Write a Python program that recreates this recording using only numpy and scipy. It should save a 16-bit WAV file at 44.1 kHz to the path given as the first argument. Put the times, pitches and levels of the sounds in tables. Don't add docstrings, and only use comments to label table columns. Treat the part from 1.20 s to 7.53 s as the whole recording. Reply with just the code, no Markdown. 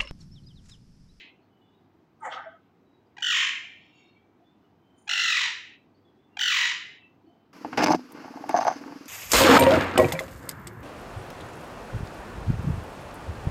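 import sys
import numpy as np
from scipy import signal
from scipy.io import wavfile
from scipy.ndimage import uniform_filter1d, minimum_filter1d

SR = 44100
rng = np.random.default_rng(int(sys.argv[2]) if len(sys.argv) > 2 else 0)


def level_to_linear(level):
    exponent = np.asarray(level, float) / 20
    return 10 ** exponent


def materialize(psi):
    bounded = np.clip(np.atleast_2d(psi).T, -1, 1)
    quanta = np.round(bounded * 32767).astype(np.int16)
    wavfile.write(sys.argv[1], SR, quanta)


N = 279153
LEAD = int(.7 * SR)
TIME = (np.arange(N + LEAD) - LEAD) / SR


def rms_one(x):
    return x / np.sqrt(np.mean(x ** 2) + 1e-20)


def at_hz(points, hz):
    points = np.array(points)
    return np.interp(np.log(hz), np.log(points[:, 0]), points[:, 1])


def drift(rate_hz, size):
    r = np.exp(-2 * np.pi * rate_hz / SR)
    slow = signal.lfilter([1], [1, -2 * r, r * r], rng.standard_normal(size + SR))[SR:]
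    return rms_one(slow)


def smooth_step(t, at, width):
    return .5 + .5 * np.tanh((t - at) / max(width, .002))


def background():
    # (frequency [Hz], density [dB per Hz])
    hiss = [(18, -52), (30, -17), (86, -3.5), (301, 2.5), (423, -3.5), (535, -13.5), (714, -7), (793, -8),
            (1690, -20.5), (3090, -26.5), (4350, -32), (6600, -39), (8370, -49.5), (13400, -47),
            (15700, -34)]
    # (frequency [Hz], level [dB rms])
    hum_lines = [(50, -91), (99, -76)]
    hiss_db = -62
    edges, out = 25 * 2 ** np.arange(0, 9.5, 1 / 3), 0
    white = rng.standard_normal((2, len(TIME)))
    for k, (low, high) in enumerate(zip(edges, edges[1:])):
        band = signal.sosfilt(signal.butter(2, [low, high], "band", fs=SR, output="sos"), white[k % 2])
        flicker = np.repeat(drift(400, size=len(TIME) // 50 + 1), 50)[:len(TIME)]
        out = out + band * level_to_linear(at_hz(hiss, np.sqrt(low * high)) + 1.1 * flicker)
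    hum = 0
    for hz, db in hum_lines:
        hum = hum + level_to_linear(db + 4 + 2.8 * drift(4, size=len(TIME))) * np.sin(2 * np.pi * hz * TIME)
    return level_to_linear(hiss_db) * rms_one(out) + hum


def voice(pitch_hz, rough, tilt_db, facing_db, beak_hz, beak_db):
    # (frequency [Hz], gain [dB])
    throat = [(600, -17), (900, -17.5), (1400, -11.5), (1900, -8), (2400, -1.5), (3000, -6), (3700, -8),
              (4800, -14), (7100, -14), (8400, -34.5), (11500, -36.5), (14000, -34), (15600, -25.5)]
    facing_hz = [1900, 4300, 7000, 13000]
    phase, out = 2 * np.pi * np.cumsum(pitch_hz) / SR, 0
    for k in range(1, 21):
        hz = k * pitch_hz
        facing = sum(db * np.exp(-(np.log(hz / at) / .25) ** 2) for at, db in zip(facing_hz, facing_db))
        windpipe = 5.2 * np.exp(-((hz - 1930) / 130) ** 2)
        beak = beak_db * np.exp(-((hz - beak_hz) / 330) ** 2)
        gain_db = at_hz(throat, hz) + tilt_db * np.log2(k) + facing + windpipe + beak
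        gain = level_to_linear(gain_db) * (hz < 17000)
        smear = np.clip(rough, 0, .2) * (k - .6) ** .8 * drift(500, size=len(hz))
        gain = gain * (1 + smear) / np.sqrt(1 + np.mean(smear ** 2))
        out = out + gain * np.sin(k * phase)
    return rms_one(out)


def effort(t, length, level_db, sag_db):
    release = np.clip((t - length + .1) / .1, 0, 1)
    swell_db, release_db = 4.5 * np.exp(-t / .025), 21 * release ** 2
    return level_db - swell_db - sag_db * t - release_db


def screeches():
    # (start [s], length [s], level [dB], sag of effort [dB per s], crest pitch [Hz])
    calls = [
        (-.62, .42, -18.5, 0, 2100),
        (2.022, .327, -22, 14, 1900),
        (3.891, .44, -22.5, 10, 2010),
        (5.19, .37, -21.5, 12, 1965),
    ]
    # (first pitch dip [s], dips [per s], quickening [per s squared])
    warbles = [(-.614, 46.8, 0), (2.0246, 49.1, 0), (3.8925, 48.25, -9.3), (5.1894, 43.5, 16)]
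    # (high dip [Hz], low dip [Hz], drop after [s], drop takes [s])
    settlings = [(1470, 1000, .2, .1), (1480, 1020, .1, .035), (1395, 910, .285, .05),
                 (1490, 975, .128, .035)]
    # (break [dB], heals after [s], roughness [0-1])
    breaks = [(10, .08, .2), (15, .045, .04), (9.5, .1, .2), (16, .11, .13)]
    facings = [(-2.5, 5, 1.1, -3), (0.5, -1.5, 2.5, -6), (-1.5, 3, 1, -5), (0, 3, 1, 2.5)]
    # (start [Hz], end [Hz], boost [dB])
    beaks = [(3030, 2500, 8), (3190, 2300, 10.5), (2800, 2500, 3.5), (3050, 2400, 4.5)]
    dip_sag, crest_sag = 350, 230
    late_break_db, end_break_db = 2.5, 7.0
    out = np.zeros(len(TIME))
    for call, warble, settling, broken, facing_db, beak in zip(calls, warbles, settlings, breaks, facings, beaks):
        start, length, top_db, sag_db, top_hz = call
        first, per_s, quicken = warble
        early_hz, low_hz, drop, takes = settling
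        early_db, heal, rough = broken
        start_hz, end_hz, beak_db = beak
        span = (TIME >= start) & (TIME < start + length)
        t, since = TIME[span] - start, TIME[span] - first
        size = len(t)
        turn = 2 * np.pi * (per_s * since + quicken * since ** 2 / 2)

        high_hz = early_hz - dip_sag * t
        dip_hz = high_hz + (low_hz - high_hz) * smooth_step(t, drop, takes)
        crest_hz = top_hz - crest_sag * (t - length / 2)
        lift = .5 - .5 * np.tanh(1.3 * np.cos(turn - .35 * np.cos(turn))) / np.tanh(1.3)
        pitch_hz = (dip_hz + (crest_hz - dip_hz) * lift) * (1 + .015 * drift(60, size=size))

        level_db = effort(t, length, top_db, sag_db)
        break_db = early_db + (late_break_db - early_db) * smooth_step(t, heal, .015)
        broken_part = .5 + .5 * np.tanh(6.6 * (np.cos(turn - 3.9) + 0.21))
        gate_db = -(break_db + end_break_db * smooth_step(t, length - .1, .02)) * broken_part
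        edge = np.clip(np.minimum(t / .003, (length - t) / .012), 0, 1)

        effort_db = level_db - level_db.max()
        flare_db = .4 * break_db * (np.cos(turn - .6) - .75) - 18 * smooth_step(t, length - .085, .03)
        colour_db = [*facing_db[:3], facing_db[3] + 1.2 * effort_db + flare_db]
        beak_hz = start_hz + (end_hz - start_hz) * np.linspace(0, 1, size) ** 2

        tone = level_to_linear(gate_db) * voice(pitch_hz, rough, -2.3, colour_db, beak_hz, beak_db)
        thin_hz = 1.93 * dip_hz * (1 + .11 * np.sin(turn - 1.2))
        thin_gain = np.clip(break_db / 12, 0, 1) * np.clip(np.cos(turn - 4.0), 0, 1) ** 2 * (turn > 2)
        thin = thin_gain * level_to_linear(-5.5) * voice(thin_hz, .1, 3.0, colour_db, beak_hz, beak_db)
        unsteady_db = 1.2 * drift(30, size=size)
        out[span] += edge * level_to_linear(level_db + unsteady_db) * (tone + thin)
    return out


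def swells(rows, waver):
    out = np.zeros(len(TIME))
    for s, length, start_hz, end_hz, level_db in rows:
        at, size = int(s * SR) + LEAD, int(length * SR)
        phase = 2 * np.pi * np.cumsum(np.linspace(start_hz, end_hz, size)) / SR
        shake, slip = waver * drift(35, size=size), waver * drift(35, size=size)
        tone = rms_one((1 + shake) * np.sin(phase) + slip * np.cos(phase))
        swell = level_to_linear(level_db) * np.hanning(size) ** .5 * tone
        out[at:at + size] += swell[:len(TIME) - at]
    return out


def ringing_wires():
    # (start [s], length [s], start pitch [Hz], end pitch [Hz], level [dB])
    rings = [(1.29, .14, 1290, 1290, -63), (1.3, 0.12, 675, 679, -59), (1.99, 0.053, 824, 830, -58),
             (3.885, 0.13, 840, 837, -53), (3.875, .06, 690, 680, -55), (5.18, 0.073, 825, 820, -59),
             (4.5, 0.067, 2603, 2612, -61.5), (4.5, .1, 3865, 3917, -69.5), (.0, 0.11, 2540, 2570, -61.5),
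             (2.36, 0.27, 2400, 2350, -51), (2.7, 0.16, 2780, 2730, -65.5), (2.78, 0.17, 3700, 3720, -71.5),
             (2.72, 0.13, 6820, 6650, -78), (2.78, .07, 5550, 5480, -80), (2.82, 0.18, 4270, 4260, -78.5),
             (5.72, .2, 2670, 2643, -63), (5.76, 0.1, 1950, 1940, -89)]
    return swells(rings, waver=1.5)


def far_sounds():
    # (start [s], length [s], start pitch [Hz], end pitch [Hz], level [dB])
    distant = [(0.284, .3, 3010, 2900, -74.5), (.4, 0.12, 3470, 3460, -74.5), (.5, .12, 3680, 3840, -79),
               (1.862, 0.019, 4750, 4860, -79), (2.93, 0.07, 2270, 2290, -64), (.2, .07, 4350, 4320, -83),
               (1.633, 0.19, 3920, 3840, -80), (2.409, 0.064, 723, 724, -65),
               (3.19, 0.059, 714, 712, -61.5), (3.22, .13, 3400, 3600, -74), (3.4, .12, 2950, 2930, -78),
               (3.59, .27, 3090, 3080, -76), (4.739, 0.058, 4660, 4700, -77),
               (4.739, 0.036, 4440, 4370, -76), (4.836, 0.085, 3480, 3280, -71.5),
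               (4.967, .12, 3410, 3520, -77), (5.1, 0.14, 2750, 2750, -69), (6.034, .06, 328.5, 320, -53),
               (6.072, .07, 704, 700, -59.5), (6.02, .25, 3050, 3050, -77.5), (6.03, 0.12, 4400, 4410, -82)]
    return level_to_linear(-1.5) * room(swells(distant, waver=1.2), wet_db=-10.5)


def jolt_levels(rows, slopes, after):
    s, level_db = np.transpose(rows)
    span = (TIME >= s[0] - .06) & (TIME < s[-1] + after)
    late = TIME[span] - s[:, None]
    shape_db = np.where(late < 0, slopes[0] * late, -slopes[1] * late)
    return span, np.max(level_db[:, None] + shape_db, axis=0)


def rattle(span, level_db, modes, per_s, sharp, uneven_db):
    size, out = span.sum() + SR // 4, 0
    clicks = (rng.random(size) < per_s / SR) * level_to_linear(2.1 * np.minimum(rng.exponential(1, size), 4))
    for hz, width_hz, db in modes:
        r, w = np.exp(-np.pi * width_hz / sharp / SR), 2 * np.pi * hz / SR
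        uneven = level_to_linear(db + uneven_db * drift(6.2, size=size))
        push = clicks * rng.standard_normal(size) * uneven + 1e-18
        contact = signal.butter(2, [hz / 1.15, hz * 1.15], "band", fs=SR, output="sos")
        soft = signal.sosfilt(contact, push)
        out = out + signal.lfilter([(1 - r * r) / 2, 0, (r * r - 1) / 2], [1, -2 * r * np.cos(w), r * r], soft)
    out = out[SR // 4:]
    even = np.sqrt(uniform_filter1d(out ** 2, int(0.035 * SR)) + 1e-18)
    full = np.zeros(len(TIME))
    full[span] = level_to_linear(level_db) * out / even * signal.windows.tukey(len(out), .08)
    return full


def hop():
    # (time [s], perch [dB], middle wires [dB], thin wires [dB])
    jolts = np.array([
        (1.056, -27.5, -56, -52),
        (1.128, -30, -37.5, -69),
        (1.18, -30.5, -59, -80),
    ])
    # (rise [dB per s], fall [dB per s])
    jolt_slopes = [(720, 180), (800, 360), (650, 300)]
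    # (frequency [Hz], width [Hz], level [dB])
    perch = [(519, 50, -11.5), (646, 31, -9.5), (784, 40, -3), (873, 140, -9), (1075, 54, -14.5),
             (1254, 67, -4), (1530, 72, -6), (1750, 37, -11), (1940, 50, -9.5), (2140, 70, -15.5),
             (2325, 37, -21.5)]
    # (frequency [Hz], width [Hz], level [dB])
    middle_wires = [(2690, 36, -11), (3030, 37, 0.5), (3260, 29, -6), (3410, 15, -1), (3600, 44, -8.5),
                    (3830, 15, -11.5), (4114, 48, -10.5), (4470, 33, -17), (4770, 14, -18), (5470, 49, -18),
                    (5440, 110, -21.5), (6300, 120, -23)]
    # (frequency [Hz], width [Hz], level [dB])
    thin_wires = [(6250, 36, -5), (7100, 94, 5), (7700, 170, 1), (8100, 45, -16), (8600, 28, -11),
                  (9300, 45, -4), (9780, 34, -11), (10500, 37, -27)]
    # (start [s], length [s], start pitch [Hz], end pitch [Hz], level [dB])
    landing = [(1.005, 0.038, 1300, 1200, -46.5), (1.018, 0.059, 906, 860, -34.5),
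               (1.05, 0.049, 810, 690, -37.5), (1.05, .045, 580, 480, -45.5), (1.0, .016, 8700, 8700, -73),
               (1.2, 0.034, 5400, 5400, -74), (1.11, 0.017, 800, 780, -49), (1.155, .045, 1280, 1300, -39),
               (1.15, .06, 830, 643, -43.5), (1.25, .05, 650, 650, -42)]
    levels = [jolt_levels(jolts[:, [0, k + 1]], jolt_slopes[k], after=.18) for k in range(3)]
    (span, perch_db), (_, middle_db), (_, thin_db) = levels
    out = rattle(span, perch_db - 5.5, perch, per_s=2500, sharp=0.68, uneven_db=3.0)
    out += swells(landing, waver=0.43)
    out += rattle(span, middle_db - 2.5, middle_wires, per_s=3300, sharp=0.33, uneven_db=5.5)
    return out + rattle(span, thin_db - 2.5, thin_wires, per_s=3300, sharp=0.18, uneven_db=4.0)


def claw_ticks():
    # (start [s], length [s], level [dB])
    ticks = [
        (1.04, .04, -74),
        (1.13, .03, -72),
    ]
    out = np.zeros(len(TIME))
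    for s, length, level_db in ticks:
        at, size = int(s * SR) + LEAD, int(length * SR)
        out[at:at + size] += level_to_linear(level_db) * np.hanning(size) * rng.standard_normal(size)
    return signal.sosfilt(signal.butter(4, 13000, "high", fs=SR, output="sos"), out)


def creaks():
    # (start [s], length [s], pitch [Hz], level [dB], tilt [dB per octave])
    onsets = [
        (1.966, .011, 960, -42.5, -8.5),
        (1.979, 0.013, 812, -37, -8.5),
        (2.003, 0.01, 950, -48.5, 1),
        (3.867, .014, 807, -50, -14.5),
        (3.873, .016, 827, -35.5, -5),
        (5.168, 0.01, 800, -30.5, -7.5),
    ]
    out = np.zeros(len(TIME))
    for s, length, hz, level_db, tilt_db in onsets:
        at, size = int(s * SR) + LEAD, int(length * SR)
        creak = voice(np.full(size, hz), 0.54, tilt_db, facing_db=(-0.5, -0.5, 4, -12.5), beak_hz=3100, beak_db=3.0)
        out[at:at + size] += level_to_linear(level_db) * np.hanning(size) * creak
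    return out


def shuffle():
    # (time [s], level [dB])
    steps = [
        (2.62, -60),
        (2.8, -59.5),
        (3.0, -74),
    ]
    # (rise [dB per s], fall [dB per s])
    slopes = (120, 70)
    # (frequency [Hz], width [Hz], level [dB])
    wires = [(2290, 72, -1), (2730, 41, 0.5), (3250, 100, -5), (3750, 37, -11), (4260, 37, -14),
             (4470, 30, -11), (5340, 180, -19.5), (6240, 69, -29), (6340, 44, -21), (7000, 94, -19.5),
             (7530, 94, -33)]
    span, level_db = jolt_levels(steps, slopes, after=.05)
    return rattle(span, level_db - 4, wires, per_s=6000, sharp=.5, uneven_db=4.5)


def grip():
    # (time [s], level [dB])
    clenches = [
        (3.786, -66.5),
        (3.868, -72),
    ]
    # (rise [dB per s], fall [dB per s])
    slopes = (1000, 110)
    # (frequency [Hz], width [Hz], level [dB])
    wires = [(6130, 20, -1.5), (6410, 36, -4.5), (6610, 25, -5), (7070, 32, 3), (7850, 67, -14),
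             (9100, 96, -2), (10300, 110, -14.5), (10900, 35, -22.5)]
    span, level_db = jolt_levels(clenches, slopes, after=.003)
    return rattle(span, level_db - 3.5, wires, per_s=1500, sharp=.8, uneven_db=2.0)


def room(x, wet_db):
    # (frequency [Hz], time to fall 60 dB [s])
    walls = [(500, 0.21), (1200, 0.5), (2500, 0.68), (5000, 0.54), (9000, .4), (15000, 0.1)]
    t, echoes = np.arange(SR) / SR, 0
    for low in 250 * 2 ** np.arange(0, 6, .5):
        octave = signal.butter(2, [low, low * np.sqrt(2)], "band", fs=SR, output="sos")
        band = signal.sosfilt(octave, rng.standard_normal(SR))
        echoes = echoes + band * level_to_linear(-60 * t / max(at_hz(walls, low * 1.4), .1))
    echoes = echoes * np.clip((t - .004) / .012, 0, 1)
    echoes = echoes / np.sqrt(np.sum(echoes ** 2))
    return x + level_to_linear(wet_db) * signal.fftconvolve(x, echoes)[:len(x)]


def suppress(x, knee_db, slope, fall_db):
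    # (from [s], knee lift [dB])
    closing = [(-1, 4), (.1, 14), (.96, -11), (1.19, 1), (1.95, -5), (4.1, -1.5), (4.56, 13), (5.05, 1),
               (5.78, 9)]
    hz, s, cells = signal.stft(x, SR, nperseg=1024, noverlap=768)
    power = uniform_filter1d(np.abs(cells) ** 2, size=5, axis=1)
    since, lifts_db = np.transpose(closing)
    lift_db = uniform_filter1d(lifts_db[np.searchsorted(since, s - LEAD / SR) - 1], size=5)
    knee = knee_db + lift_db - fall_db * np.log2(np.maximum(hz, 300) / 2000)[:, None]
    gain = level_to_linear(np.clip(slope * (10 * np.log10(power + 1e-16) - knee), -25, 0))
    return signal.istft(cells * gain, SR, nperseg=1024, noverlap=768)[1][:len(x)]


def scene():
    bird = screeches() + creaks()
    bird = signal.sosfilt(signal.butter(4, 600, "high", fs=SR, output="sos"), bird)
    cage = ringing_wires() + hop() + shuffle() + grip()
    near = room(bird, wet_db=-6.0) + room(cage, wet_db=-13.5)
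    heard = suppress(near, knee_db=-77, slope=0.87, fall_db=10.0) + claw_ticks() + far_sounds()
    return (heard + background())[None, LEAD:]


def roll_off(x):
    return signal.sosfilt(signal.butter(12, 16680, fs=SR, output="sos"), x)


def record(dry):
    cut = signal.sosfilt(signal.butter(2, 70, "high", fs=SR, output="sos"), dry)
    peak, hold = .25, int(.002 * SR)
    duck = minimum_filter1d(np.minimum(1, peak / np.abs(cut + 1e-12)), 2 * hold)
    cut = cut * uniform_filter1d(duck, hold)
    cut = signal.sosfilt(signal.ellip(10, .5, 70, 15780, fs=SR, output="sos"), cut)
    return roll_off(cut)


dry = scene()
out = record(dry)
materialize(out)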